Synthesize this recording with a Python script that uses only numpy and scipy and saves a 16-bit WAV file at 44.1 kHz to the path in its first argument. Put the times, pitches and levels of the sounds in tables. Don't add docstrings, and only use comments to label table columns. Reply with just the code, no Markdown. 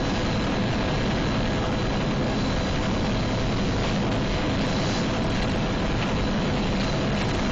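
import sys
import numpy as np
from scipy import signal
from scipy.fft import rfft, irfft, next_fast_len
from scipy.io import wavfile
from scipy.ndimage import uniform_filter1d, map_coordinates

SR = 44100
rng = np.random.default_rng(int(sys.argv[2]) if len(sys.argv) > 2 else 0)


def field_ratio(decibels):
    return 10 ** (np.asarray(decibels, dtype=float) / 20)


def int16_out(signal):
    q = np.round(np.clip(np.atleast_2d(signal).T, -1, 1) * 32767)
    wavfile.write(sys.argv[1], SR, q.astype(np.int16))


N = 331191
MESH_HZ, BLADE_HZ = 1650.5, 10.787
CAMERA_SR, FRAME, GRID, EDGE_HZ = 16000, 1024, 528, 7255


def unit(x):
    return x / np.sqrt(np.mean(x ** 2) + 1e-20)


def along(points, hz):
    f, v = np.transpose(points)
    return np.interp(np.log(hz + 1), np.log(f + 1), v)


def curves(rows):
    s, *cols = np.transpose(rows)
    return [np.interp(np.arange(N) / SR, s, c) for c in cols]


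def bumps(rows, width_s):
    coarse = np.arange(0, N + 64, 64)
    total_db = sum(db * np.exp(-.5 * ((coarse / SR - s) / width_s) ** 2) for s, db in rows)
    return np.interp(np.arange(N), coarse, total_db)


def wobble(rate):
    coarse = np.arange(0, N + 64, 64)
    knots = rng.standard_normal(int(N * rate / SR) + 4)
    return np.interp(np.arange(N), coarse, map_coordinates(knots, [coarse * rate / SR]))


def filtered(x, response):
    m = next_fast_len(N + SR // 2)
    return irfft(rfft(x, m) * response(np.fft.rfftfreq(m, 1 / SR)), m)[..., :N]


def noise(response):
    return unit(filtered(rng.standard_normal(N), response))


# (time [s], frequency [Hz])
SHAFT_SPEED = [(0, 1651.2), (1.2, 1652.2), (1.9, 1651.6), (2.4, 1649.3), (3.7, 1651), (4.3, 1648.7),
               (5, 1649.6), (6.1, 1651.6), (6.9, 1650), (7.6, 1649.2)]


def turns():
    return np.cumsum(curves(SHAFT_SPEED)[0] / MESH_HZ) / SR


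# (frequency [Hz], level [dB per Hz])
BOOM_SPECTRUM = [(5, -17.5), (30, -7.5), (72, -12.5), (90, -5), (130, -4), (170, -4), (205, 0.5), (243, -8),
                 (268, -1.5), (290, -10), (315, -9), (470, -16.5), (900, -24), (2000, -120)]
# (frequency [Hz], level [dB per Hz])
AIR_SPECTRUM = [(100, -39), (380, -4.5), (490, -7), (524, 2), (550, -5.5), (680, -4), (850, -6),
                (1500, -10), (3000, -10), (3700, -15.5), (4400, -17.5), (7000, -24), (9000, -29)]
# (time [s], level over usual [dB])
BANKING_AIRFLOW = [
    (0, 0),
    (.2, 0.5),
    (1.1, 1.5),
    (2.2, -0.5),
    (2.6, 0),
    (4.1, -1),
    (4.5, 1),
    (5.9, 0),
    (7.5, .5),
]
# (time [s], level [dB])
BOOM_SWELLS = [(.3, -0.5), (1.69, 1.5), (2.2, 1.5), (2.75, -1), (2.97, 2), (3.88, -2.5), (4.08, 0.5),
               (4.35, -1.5), (5.27, 2), (5.4, -2.5), (5.6, 0.6), (6.03, -1), (6.14, 0), (6.35, 0.5),
               (6.82, -0.5), (7.2, -1)]
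# (time [s], level [dB])
HULL_GUSTS = [(.45, -3.5), (1.3, -2), (1.45, 3.5), (2.75, 3.5), (2.98, 4.5), (3.1, -5), (3.62, 3.5),
              (4.29, 4), (4.82, -2.5), (5.2, 3.5), (6.15, -1)]
# (time [s], level [dB])
DOOR_PUFFS = [
    (2.2, -2),
    (2.55, 1.5),
    (3.1, 2),
    (3.85, 3),
    (4.1, 2),
    (4.4, 2),
    (5.6, -2),
    (6.1, 3),
    (7.2, 2),
]
SWELL_S = .045


def cabin():
    wake = np.cos(2 * np.pi * BLADE_HZ * turns() + 1.1)
    buffet_db = -34.5 + bumps(HULL_GUSTS, width_s=.07) + 1.5 * wobble(7)
    buffet = field_ratio(buffet_db) * noise(lambda hz: field_ratio(along(BOOM_SPECTRUM, hz)) * (hz < 85))
    boom_db = -26 + bumps(BOOM_SWELLS, SWELL_S) + .8 * wobble(4) + 0.51 * wake
    boom = field_ratio(boom_db) * noise(lambda hz: field_ratio(along(BOOM_SPECTRUM, hz)) * (hz >= 85))
    air_db = -33 + .4 * curves(BANKING_AIRFLOW)[0] + bumps(DOOR_PUFFS, width_s=.04)
    air_db = air_db + 1.3 * wobble(14) + 1.2 * wake
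    air = field_ratio(air_db) * noise(lambda hz: field_ratio(along(AIR_SPECTRUM, hz)))
    return buffet + boom + air


# (time [s], level over usual [dB])
TURBINE_EFFORT = [(0, 1.5), (.2, 1.5), (.52, -1), (.95, 0.5), (2.2, -1.5), (2.38, 1.5), (3.5, 0.5),
                  (3.92, 2.5), (4.1, -3), (4.33, 1), (4.45, -1.5), (4.97, 7.5), (5.06, 1), (5.8, -1),
                  (6.74, 0), (6.83, 3), (7.09, -1), (7.2, 1.5)]
# (time [s], level [dB])
WHISTLE_FLARES = [(.04, 2.5), (.4, 5), (1.32, 5.5), (1.5, -2.5), (2.4, 5.5), (2.65, 1), (3.85, -2.5),
                  (4.78, 2.5), (5.4, -2.5), (5.95, -3.5), (6.92, 5)]


def turbine(whistle_hz=4015, width_hz=60, drift_hz=45):
    tone_hz = whistle_hz + drift_hz * wobble(120)
    tone = np.sqrt(2) * np.sin(2 * np.pi * np.cumsum(tone_hz) / SR)
    fuzz = noise(lambda hz: 1 / (1 + ((hz - whistle_hz) / width_hz) ** 2))
    level_db = -46.5 + 0.7 * curves(TURBINE_EFFORT)[0] + bumps(WHISTLE_FLARES, width_s=.05) + 0.64 * wobble(13)
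    return field_ratio(level_db) * (tone + .55 * fuzz)


GEAR_HZ = [26.9, 55.37, 107.9, 110.76, 138.8, 220.1, 300.0, 502.16, 637.1, 647.85, 658.63, 1004.3, 1661.3,
           1876, 1933.6, 2000.6, 3192]
GEAR_DB = [-51, -42, -45, -38, -40.5, -45, -49, -40, -51, -42.5, -46.5, -48.5, -58, -60, -57, -61, -52.5]
# (time [s], level [dB rms])
TOP_MESH = [
    (0, -44.5),
    (1, -41.5),
    (2, -44.5),
    (2.5, -43.5),
    (3.3, -49),
    (4.5, -50),
    (5.5, -47),
    (6.2, -45),
    (6.7, -49),
    (7.5, -44.5),
]


def gears():
    shaft = 2 * np.pi * turns()
    tones = np.zeros(N)
    for hz, db in zip(GEAR_HZ, GEAR_DB):
        level = field_ratio(db + 1.2 * wobble(1.3))
        tones += level * np.sin(hz * shaft + .25 * wobble(2))
    top_mesh = field_ratio(curves(TOP_MESH)[0]) * np.sin(MESH_HZ * shaft)
    return np.sqrt(2) * (tones + top_mesh)


# (level [dB rms], phase [rad])
BLADE_HARMONICS = [
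    (-42.5, .5),
    (-46, 1.1),
    (-44, 1.3),
    (-37, .1),
]


def rotor():
    blade = 2 * np.pi * BLADE_HZ * turns()
    thump = np.zeros(N)
    for order, (db, lead) in enumerate(BLADE_HARMONICS, 1):
        thump += field_ratio(db + 1.5 * wobble(1.5)) * np.cos(order * blade + lead)
    return np.sqrt(2) * thump


def scene():
    return (cabin() + turbine() + gears() + rotor())[None]


def levelled(x, lo_hz, hi_hz, level_db, size=4096):
    band = filtered(x, lambda hz: (hz >= lo_hz) & (hz < hi_hz))
    running_rms = np.sqrt(np.abs(uniform_filter1d(band ** 2, size)))
    return x + band * (field_ratio(level_db) / running_rms - 1)


# (frequency [Hz], step [dB])
STEP_SIZE = [(50, -8), (400, -5), (1000, -2), (4000, 1.5), (4600, 6), (6800, 7.3), (7200, 5)]
# (time [s], length [s], lowest frequency lost [Hz], step rise [dB])
STARVED_BLOCKS = [(0.426, .008, 5000, 7.5), (1.69, .01, 3500, 4.5), (4.102, .006, 4300, 4),
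                  (4.603, .008, 4000, 8), (5.214, 0.0052, 2500, 6), (5.278, .02, 5500, 10.5),
                  (5.453, 0.0068, 3000, 6.5), (5.5, .008, 4560, 5.5), (5.54, .008, 5000, 10),
                  (6.79, 0.0054, 4200, 4), (7.118, 0.017, 4200, 11), (7.226, .01, 4200, 16),
                  (7.24, .006, 4200, 8), (7.328, .012, 2500, 6.5)]
# (frequency [Hz], share [0-1])
GRAIN_SHARE = [(300, .01), (2500, .06), (3800, .1), (4600, .3), (7000, .35)]


def quantised(x, size, count, scatter_db, extra_db, follow):
    n, k = np.arange(2 * size), np.arange(size)
    window = np.sin(np.pi * (n + .5) / (2 * size))
    basis = window[:, None] * np.cos(np.pi / size * np.outer(n + .5 + size / 2, k + .5))
    padding = (2 * FRAME - GRID, GRID + FRAME - len(x) % FRAME)
    halves = np.pad(x, padding).reshape(-1, size)
    bins = np.hstack([halves[:-1], halves[1:]]) @ basis
    hz = (k + .5) * CAMERA_SR / (2 * size)
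    power = np.abs(uniform_filter1d(bins ** 2, 4 * count, axis=1))
    share = np.clip(along(GRAIN_SHARE, hz), 0, 1)
    bins = np.sqrt(1 - share) * bins + np.sqrt(share * power) * rng.standard_normal(bins.shape)
    level = np.sqrt(power ** follow * power.mean(axis=0) ** (1 - follow))
    chance = np.repeat(rng.standard_normal((len(bins), size // count)), count, axis=1)
    step_db = along(STEP_SIZE, hz) + extra_db + scatter_db * chance
    if size < FRAME:
        centre = (np.arange(len(bins))[:, None] * size + size - 2 * FRAME + GRID) / CAMERA_SR
        ragged = np.clip(1 + 0.44 * chance, 0, 2)
        for s, length, lowest_hz, rise_db in STARVED_BLOCKS:
            near = np.abs(centre - s) < length / 2 + .002
            step_db = step_db + rise_db * near * (hz > lowest_hz) * ragged
    step = level * field_ratio(step_db) + 1e-9
    bins = np.sign(bins) * np.floor(np.abs(bins) / step + .42) * step
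    bins = bins * (hz < EDGE_HZ + CAMERA_SR / (2 * size))
    blocks = bins @ basis.T * 2 / size
    overlapped = (blocks[1:, :size] + blocks[:-1, size:]).ravel()
    return overlapped[2 * FRAME - GRID - size:][:len(x)]


# (time [s], peak level [dB])
BLOCK_BLIPS = [(0.4389, -61), (0.5028, -63), (1.719, -63), (4.151, -58), (4.5989, -63), (4.6628, -55),
               (5.239, -50), (5.3028, -55), (5.3667, -61), (5.4306, -52), (5.4949, -53), (5.5583, -55),
               (6.0706, -62), (6.8389, -57), (7.1586, -60), (7.223, -50), (7.2868, -52), (7.3507, -52)]
# (frequency [Hz], gain [dB])
MIRROR_LEAK = [(7300, 0), (8000, 0), (8400, -6), (8700, -26), (9000, -37), (9150, -46), (9300, -70)]


def camera_blocks(x):
    low = signal.resample_poly(x, 160, 441)
    t = np.arange(len(low)) / CAMERA_SR
    short, blips = np.zeros(len(low)), np.zeros(len(low))
    for s, db in BLOCK_BLIPS:
        short = np.maximum(short, np.clip((.042 - np.abs(t - s + .022)) / .008, 0, 1))
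        blips += field_ratio(db - 3.5) * np.sin(np.pi * np.clip((t - s + .003) / 0.012, 0, 1)) ** 2
    long_blocks = quantised(low, size=1024, count=8, scatter_db=2.01, extra_db=-0.1, follow=.4)
    short_blocks = quantised(low, size=128, count=4, scatter_db=2.5, extra_db=-3.5, follow=0.83)
    half_rate = np.cos(np.pi * np.arange(len(low)))
    low = long_blocks + short * (short_blocks - long_blocks) + blips * half_rate
    up = signal.resample_poly(np.kron(low, [2, 0]), 441, 320)[:N]
    return filtered(up, lambda hz: field_ratio(along(MIRROR_LEAK, hz)) * (hz < 9300))


def band_limit(x):
    return signal.sosfilt(signal.butter(12, 9200, fs=SR, output="sos"), x)


# (time [s], rasp level [dB])
PANEL_RATTLES = [(.178, 3), (1.70, -4), (1.73, 2), (1.97, 3), (3.96, 2), (4.105, -5), (4.12, 6), (4.62, 3),
                 (5.38, 2.5), (5.46, -5.5), (5.765, -1), (6.025, 7), (6.785, -3), (6.81, 7.5), (7.22, 4),
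                 (7.31, 1.5), (7.33, -6), (7.345, 4.5)]


def record(dry):
    hot = field_ratio(6.5) * dry[0]
    clipped = hot / (1 + np.abs(hot / 0.079) ** 6) ** (1 / 6)
    effort_db = curves(TURBINE_EFFORT)[0]
    swell_db = bumps(BOOM_SWELLS, SWELL_S)
    rattle_db = bumps(PANEL_RATTLES, width_s=0.0062)
    rasp_db = -36 + curves(BANKING_AIRFLOW)[0] + 0.19 * effort_db - swell_db + rattle_db
    hiss_db = -45 + effort_db - .6 * swell_db + .5 * rattle_db
    raspy = levelled(clipped, 1500, 4400, rasp_db)
    hissy = levelled(raspy, 4220, 7300, hiss_db)
    mix = camera_blocks(hissy)[None] + .0007
    return band_limit(mix)


dry = scene()
out = record(dry)
int16_out(out)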